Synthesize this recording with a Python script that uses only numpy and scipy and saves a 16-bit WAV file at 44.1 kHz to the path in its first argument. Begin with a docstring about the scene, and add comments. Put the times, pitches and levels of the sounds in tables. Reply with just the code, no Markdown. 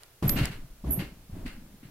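"""In a small, quiet room a bowling ball is let go with a faint brushing sound and a dry snap.
It drops on a sprung mattress with a slap, a padded thud and dull knocks from the shivering springs.
A squeezed spring gives a thin, very high squeak, two more snaps sound, the bed booms, and the cover
rustles as the ball lifts off. The second landing squeaks and booms too. The third and fourth are
softer and softer, as each bounce is lower than the last."""
import sys
import numpy as np
from scipy import signal
from scipy.fft import rfft, irfft
from scipy.io import wavfile

SR = 44100
rng = np.random.default_rng(int(sys.argv[2]) if len(sys.argv) > 2 else 0)


def wav_record(signal):
    """Record a signal, one row per channel, as 16-bit PCM in the file named by sys.argv[1]."""
    frames = np.transpose(np.atleast_2d(signal))
    bounded = np.clip(frames, -1, 1)
    # unit amplitude maps onto the largest positive 16-bit level
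    quanta = np.round(bounded * 32767).astype(np.int16)
    wavfile.write(sys.argv[1], SR, quanta)


N = 83790
T = np.arange(N) / SR
HZ = np.fft.rfftfreq(N, 1 / SR)

# the ball's four landings (time [s], time to sink in [s], time in contact [s],
# thud [dB], scuff [dB], slap [dB], sway [dB], shiver [dB])
LANDINGS = [(0.2245, 0.0024, .21, -28.5, -42, -32, -34.5, -51),
            (0.8405, 0.026, .17, -33.5, -53, -42.5, -50, -57),
            (1.296, 0.059, .16, -42, -58.5, -56.5, -44.5, -51.5),
            (1.826, 0.013, 0.18, -64, -73, -65, -69, -53)]
# tone colour of rubbed cloth (frequency [Hz], relative level [dB])
SCUFF_SPECTRUM = [(200, -7), (700, 2.5), (1200, 1.5), (2500, -2), (4500, -10.5), (7000, -14), (12000, -12),
                  (16000, -21)]


def amp(db):
    """Turns decibels into a gain to multiply by."""
    return 10 ** (np.asarray(db) / 20)


def unit_level(x):
    """Scales a signal to an average (rms) level of 1."""
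    return x / np.sqrt(np.mean(x ** 2) + 1e-20)


def curve(points):
    """Joins (frequency, value) points into a curve over all frequencies."""
    hz, value = np.transpose(points)
    return np.interp(np.log(HZ + 1), np.log(hz + 1), value)


def pan(db):
    """Left and right gains, with the left louder by db."""
    return amp(np.array([[.5], [-.5]]) * db)


def coloured(source, spectrum):
    """Turns two unrelated noises into one stereo sound of level 1 with the given tone colour."""
    # stereo width (frequency [Hz], side minus middle [dB])
    width = [(25, -33), (60, -24), (125, -19), (250, -14), (500, -9), (1000, -4), (2400, -2.5), (4500, 1),
             (12000, .5)]
    # lean to the left (frequency [Hz], left minus right [dB])
    balance = [(100, 0.4), (300, 0.6), (650, 2.1), (1300, -.4), (4400, 1), (8000, -1), (14000, -2)]
    mid, side = rfft(source)
    side = side * amp(curve(width))
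    stereo = np.array([mid + side, mid - side]) * pan(curve(balance))
    return unit_level(irfft(stereo * amp(curve(spectrum)), N))


def noise():
    """Two channels of plain hiss."""
    return rng.standard_normal((2, N))


def grains(slips_per_s=1800, slip_share=0.55, spread_db=1.5):
    """Tiny slips of cloth fibres over a smooth hiss."""
    size = amp(spread_db * np.minimum(rng.exponential(1, (2, N)), 4))
    slips = size * np.sign(noise()) * (rng.random((2, N)) < slips_per_s / SR)
    return np.sqrt(slip_share) * unit_level(slips) + np.sqrt(1 - slip_share) * noise()


def flutter(rate_hz=150):
    """A random wobble of level 1, mostly slower than the given rate."""
    return unit_level(irfft(rfft(noise()) / (1 + (HZ / rate_hz) ** 2), N))


def envelope(start, rise, hold, fade, sag_db_per_s=0):
    """Loudness over time: rises, holds until `hold` s after the start, then drops 60 dB per `fade` s."""
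    t = np.maximum(T - start, 0)
    sag = amp(-sag_db_per_s * np.minimum(t, hold))
    release = amp(-60 * np.maximum(t - hold, 0) / fade)
    return np.minimum(t / rise, 1) * sag * release


def room_tone():
    """The steady, faint rumble and hiss of the room."""
    # tone colour of the room (frequency [Hz], relative level [dB])
    spectrum = [(20, -3.5), (60, -6.5), (100, -2), (250, -18.5), (450, -13.5), (900, -20), (2000, -22.5),
                (4000, -24.5), (8000, -27.5), (12000, -24.5), (16000, -27)]
    return amp(-58) * coloured(noise(), spectrum)


def brush():
    """Faint handling noise as the ball is let go."""
    return amp(-57.5) * envelope(0, rise=0.009, hold=0.023, fade=0.42) * coloured(grains(), SCUFF_SPECTRUM)


def snaps():
    """Very short, bright crackles with no ring."""
    # dry snaps (time [s], length [s], level [dB])
    events = [(0.0336, 0.0015, -41.5), (0.2927, 0.0039, -23.5), (0.4547, 0.0022, -27.5)]
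    # their tone colour (frequency [Hz], relative level [dB])
    spectrum = [(400, -29), (900, -16), (1800, -2.5), (3500, -7), (5000, -2.5), (6300, -10.5), (7600, -1.5),
                (8800, -12), (9600, -3), (11500, -6.5), (13200, -18), (16000, -21)]
    level = sum(amp(db) * envelope(s, rise=0.00071, hold=length, fade=0.005) for s, length, db in events)
    return level * coloured(noise(), spectrum)


def sway(lead_s=0.017):
    """Air pushed ahead of the ball, then the slow heave of the whole bed."""
    # tone colour of the swaying bed (frequency [Hz], relative level [dB])
    spectrum = [(4, -5), (12, -3.5), (24, 2), (34, -1), (55, -10.5), (90, -31), (200, -63)]
    level = sum(amp(db) * envelope(s - lead_s, rise=0.058, hold=0.27, fade=1) for s, *_, db, _ in LANDINGS)
    return level * coloured(noise(), spectrum)


def slaps():
    """The first touch of the ball on the cover at each landing."""
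    # tone colour of a slap (frequency [Hz], relative level [dB])
    spectrum = [(100, -29), (250, 1), (380, 12.5), (470, -7), (600, 2), (800, -6), (1200, -3), (1700, -38),
                (4000, -24), (12000, -53)]
    level = sum(amp(db) * envelope(s, rise=0.0015, hold=0.0062, fade=0.088) for s, *_, db, _, _ in LANDINGS)
    return level * coloured(noise(), spectrum)


def thuds():
    """The ball presses many padded springs; slow landings swell, and the deepest part rings longest."""
    # tone colour of padding and springs (frequency [Hz], relative level [dB])
    spectrum = [(20, -18), (60, 4), (90, -4.5), (130, -2), (185, -1.5), (230, -8), (290, -7), (380, -13.5),
                (470, -20.5), (650, -19), (1000, -30.5), (1600, -40), (4000, -52)]
    # how long each band rings (frequency [Hz], time to fade by 60 dB [s])
    ring_times = [(30, 0.78), (80, 0.27), (180, 0.31), (400, 0.45), (1500, 0.43)]
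    body = rfft(coloured(noise(), spectrum))
    out = np.zeros((2, N))
    for centre, fade in ring_times:
        band_gain = curve([(hz, float(hz == centre)) for hz, _ in ring_times])
        band = irfft(body * band_gain, N)
        for s, rise, hold, db, *_ in LANDINGS:
            out += amp(db) * envelope(s, rise, hold, fade, sag_db_per_s=13) * band
    return out


def scuffs():
    """The cloth cover rubs under the ball while they touch."""
    level = sum(amp(db) * envelope(s, rise, hold, fade=0.65, sag_db_per_s=24)
                for s, rise, hold, _, db, *_ in LANDINGS)
    return level * coloured(grains(), SCUFF_SPECTRUM)


def shiver(jolts_per_s=64, jolt_share=0.42):
    """The springs tremble on after every landing, with small random jolts."""
    # tone colour of the trembling springs (frequency [Hz], relative level [dB])
    spectrum = [(20, -1), (60, -4.5), (90, -4.5), (170, 1), (290, -3.5), (400, -16.5), (700, -22),
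                (1500, -28), (4000, -49)]
    power = sum((amp(db) * envelope(s, rise, hold=0.36, fade=1)) ** 2 for s, rise, *_, db in LANDINGS)
    jolts = unit_level(np.sign(noise()) * (rng.random(N) < jolts_per_s / SR))
    tremble = np.sqrt(jolt_share) * jolts + np.sqrt(1 - jolt_share) * noise()
    return np.sqrt(power) * coloured(tremble, spectrum)


def knocks(rise_cycles=0.716, ring_cycles=1):
    """Springs knock inside the mattress, so muffled that each dies within a few vibrations."""
    # dull knocks (time [s], peak level [dB], pitch [Hz])
    events = [(0.229, -25.5, 208), (.247, -19, 164), (0.262, -17.5, 140), (.294, -27, 276),
              (0.362, -20, 250), (0.4177, -14.5, 130), (.505, -29.5, 128.5), (0.567, -40, 111),
              (0.648, -39, 129.6), (0.8429, -30, 185), (.895, -24, 255), (0.913, -25, 129),
              (.982, -20, 155), (.998, -21, 158), (1.024, -28.5, 311), (1.125, -40.5, 180),
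              (1.299, -37, 170), (1.334, -31.5, 102), (1.369, -34, 284), (1.39, -36.5, 91),
              (1.4535, -31, 163), (1.4613, -27.5, 237), (1.585, -38.5, 205), (1.744, -44.5, 207),
              (1.833, -43, 250), (1.857, -40, 142)]
    out = np.zeros(N)
    for s, db, hz in events:
        cycles = (T - s) * hz
        swell = np.exp(-(np.minimum(cycles, 0) / rise_cycles) ** 2)
        decay = np.exp(-np.maximum(cycles, 0) / ring_cycles)
        out -= amp(db) * swell * decay * np.cos(2 * np.pi * cycles)
    return out


def squeaks(wander_hz=22, rough_share=0.6):
    """Steel rubs on steel: a wavering high tone, roughened by slips and echoes, that rings away."""
    # squeaks of a spring (time [s], rise [s], tone name, level [dB], fade [s], left minus right [dB])
    events = [(.2765, .004, "middle", -24.5, .16, -1), (.291, .006, "high", -23.5, .19, -6),
              (.285, .012, "low", -37, .16, -4), (.297, .01, "highest", -49, .13, -4),
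              (.879, .012, "lowest", -50, .15, -4), (.904, .007, "middle", -24.5, .17, -5),
              (.917, .009, "low", -27.5, .18, -4), (.920, .016, "high", -32.5, .16, -4),
              (.915, .012, "highest", -49, .13, -4)]
    # the spring's tones (tone name, pitch [Hz])
    pitches = {"lowest": 11050, "low": 11320, "middle": 11930, "high": 12370, "highest": 13900}
    out = np.zeros((2, N))
    for s, rise, name, db, fade, left_db in events:
        hz = pitches[name] + wander_hz * flutter()
        smooth = np.exp(2j * np.pi * np.cumsum(hz, axis=1) / SR)
        scatter = (flutter() + 1j * flutter()) / np.sqrt(2)  # shakes the wave's size and timing
        rough = smooth * (np.sqrt(1 - rough_share) + np.sqrt(rough_share) * scatter)
        out += amp(db) * pan(left_db) * envelope(s, rise, hold=rise, fade=fade) * unit_level(rough.real)
    return out


def rustles():
    """The cover rustles as it is stretched and the dent springs back."""
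    # rustles (time [s], rise [s], length [s], level [dB], fade [s])
    events = [(.355, 0.02, 0.038, -32, 0.27), (0.421, 0.011, 0.033, -36.5, 0.25),
              (0.508, 0.01, 0.015, -45, 0.27), (0.983, .014, 0.025, -39.5, 0.3),
              (1.454, 0.01, 0.021, -44, 0.36), (1.824, 0.0081, 0.034, -59.5, 0.34)]
    # their tone colour (frequency [Hz], relative level [dB])
    spectrum = [(250, -15), (550, -3.5), (900, -5), (1250, -2), (1700, 2), (2150, -0.5), (2400, -1),
                (2800, 1), (3500, -8.5), (4400, -5.5), (5400, -16.5), (8000, -17.5), (12000, -19.5),
                (16000, -24)]
    # pitches that ring in the rustle (frequency [Hz], width [Hz], boost [dB])
    rings = [(2120, 73, 8.5), (2793, 57, 4), (4200, 220, 0)]
    power = sum((amp(db) * envelope(s, rise, length, fade)) ** 2 for s, rise, length, db, fade in events)
    boost_db = sum(db / (1 + (2 * (HZ - hz) / width) ** 2) for hz, width, db in rings)
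    cloth = coloured(grains(), spectrum)
    return np.sqrt(power) * unit_level(irfft(rfft(cloth) * amp(boost_db), N))


def booms():
    """The bed gives a short, deep note when it is squeezed hardest."""
    # booms (time [s], peak level [dB], pitch [Hz], half length [s])
    events = [(0.422, -26.5, 60, 0.037), (0.895, -24.5, 61.3, 0.032)]
    out = np.zeros(N)
    for s, db, hz, half_length in events:
        swell = np.exp(-((T - s) / half_length) ** 2)
        out -= amp(db) * swell * np.cos(2 * np.pi * hz * (T - s))
    return out


def scene():
    """All the sounds added together over the quiet room."""
    mattress = sway() + slaps() + thuds() + scuffs() + shiver() + knocks() + squeaks() + rustles() + booms()
    return room_tone() + brush() + snaps() + mattress


def record(dry):
    """Cuts off the very highest treble."""
    low_pass = signal.firwin(511, cutoff=15900, window=("kaiser", 9), fs=SR)
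    return signal.oaconvolve(dry, low_pass[None], "same")


dry = scene()
out = record(dry)
wav_record(out)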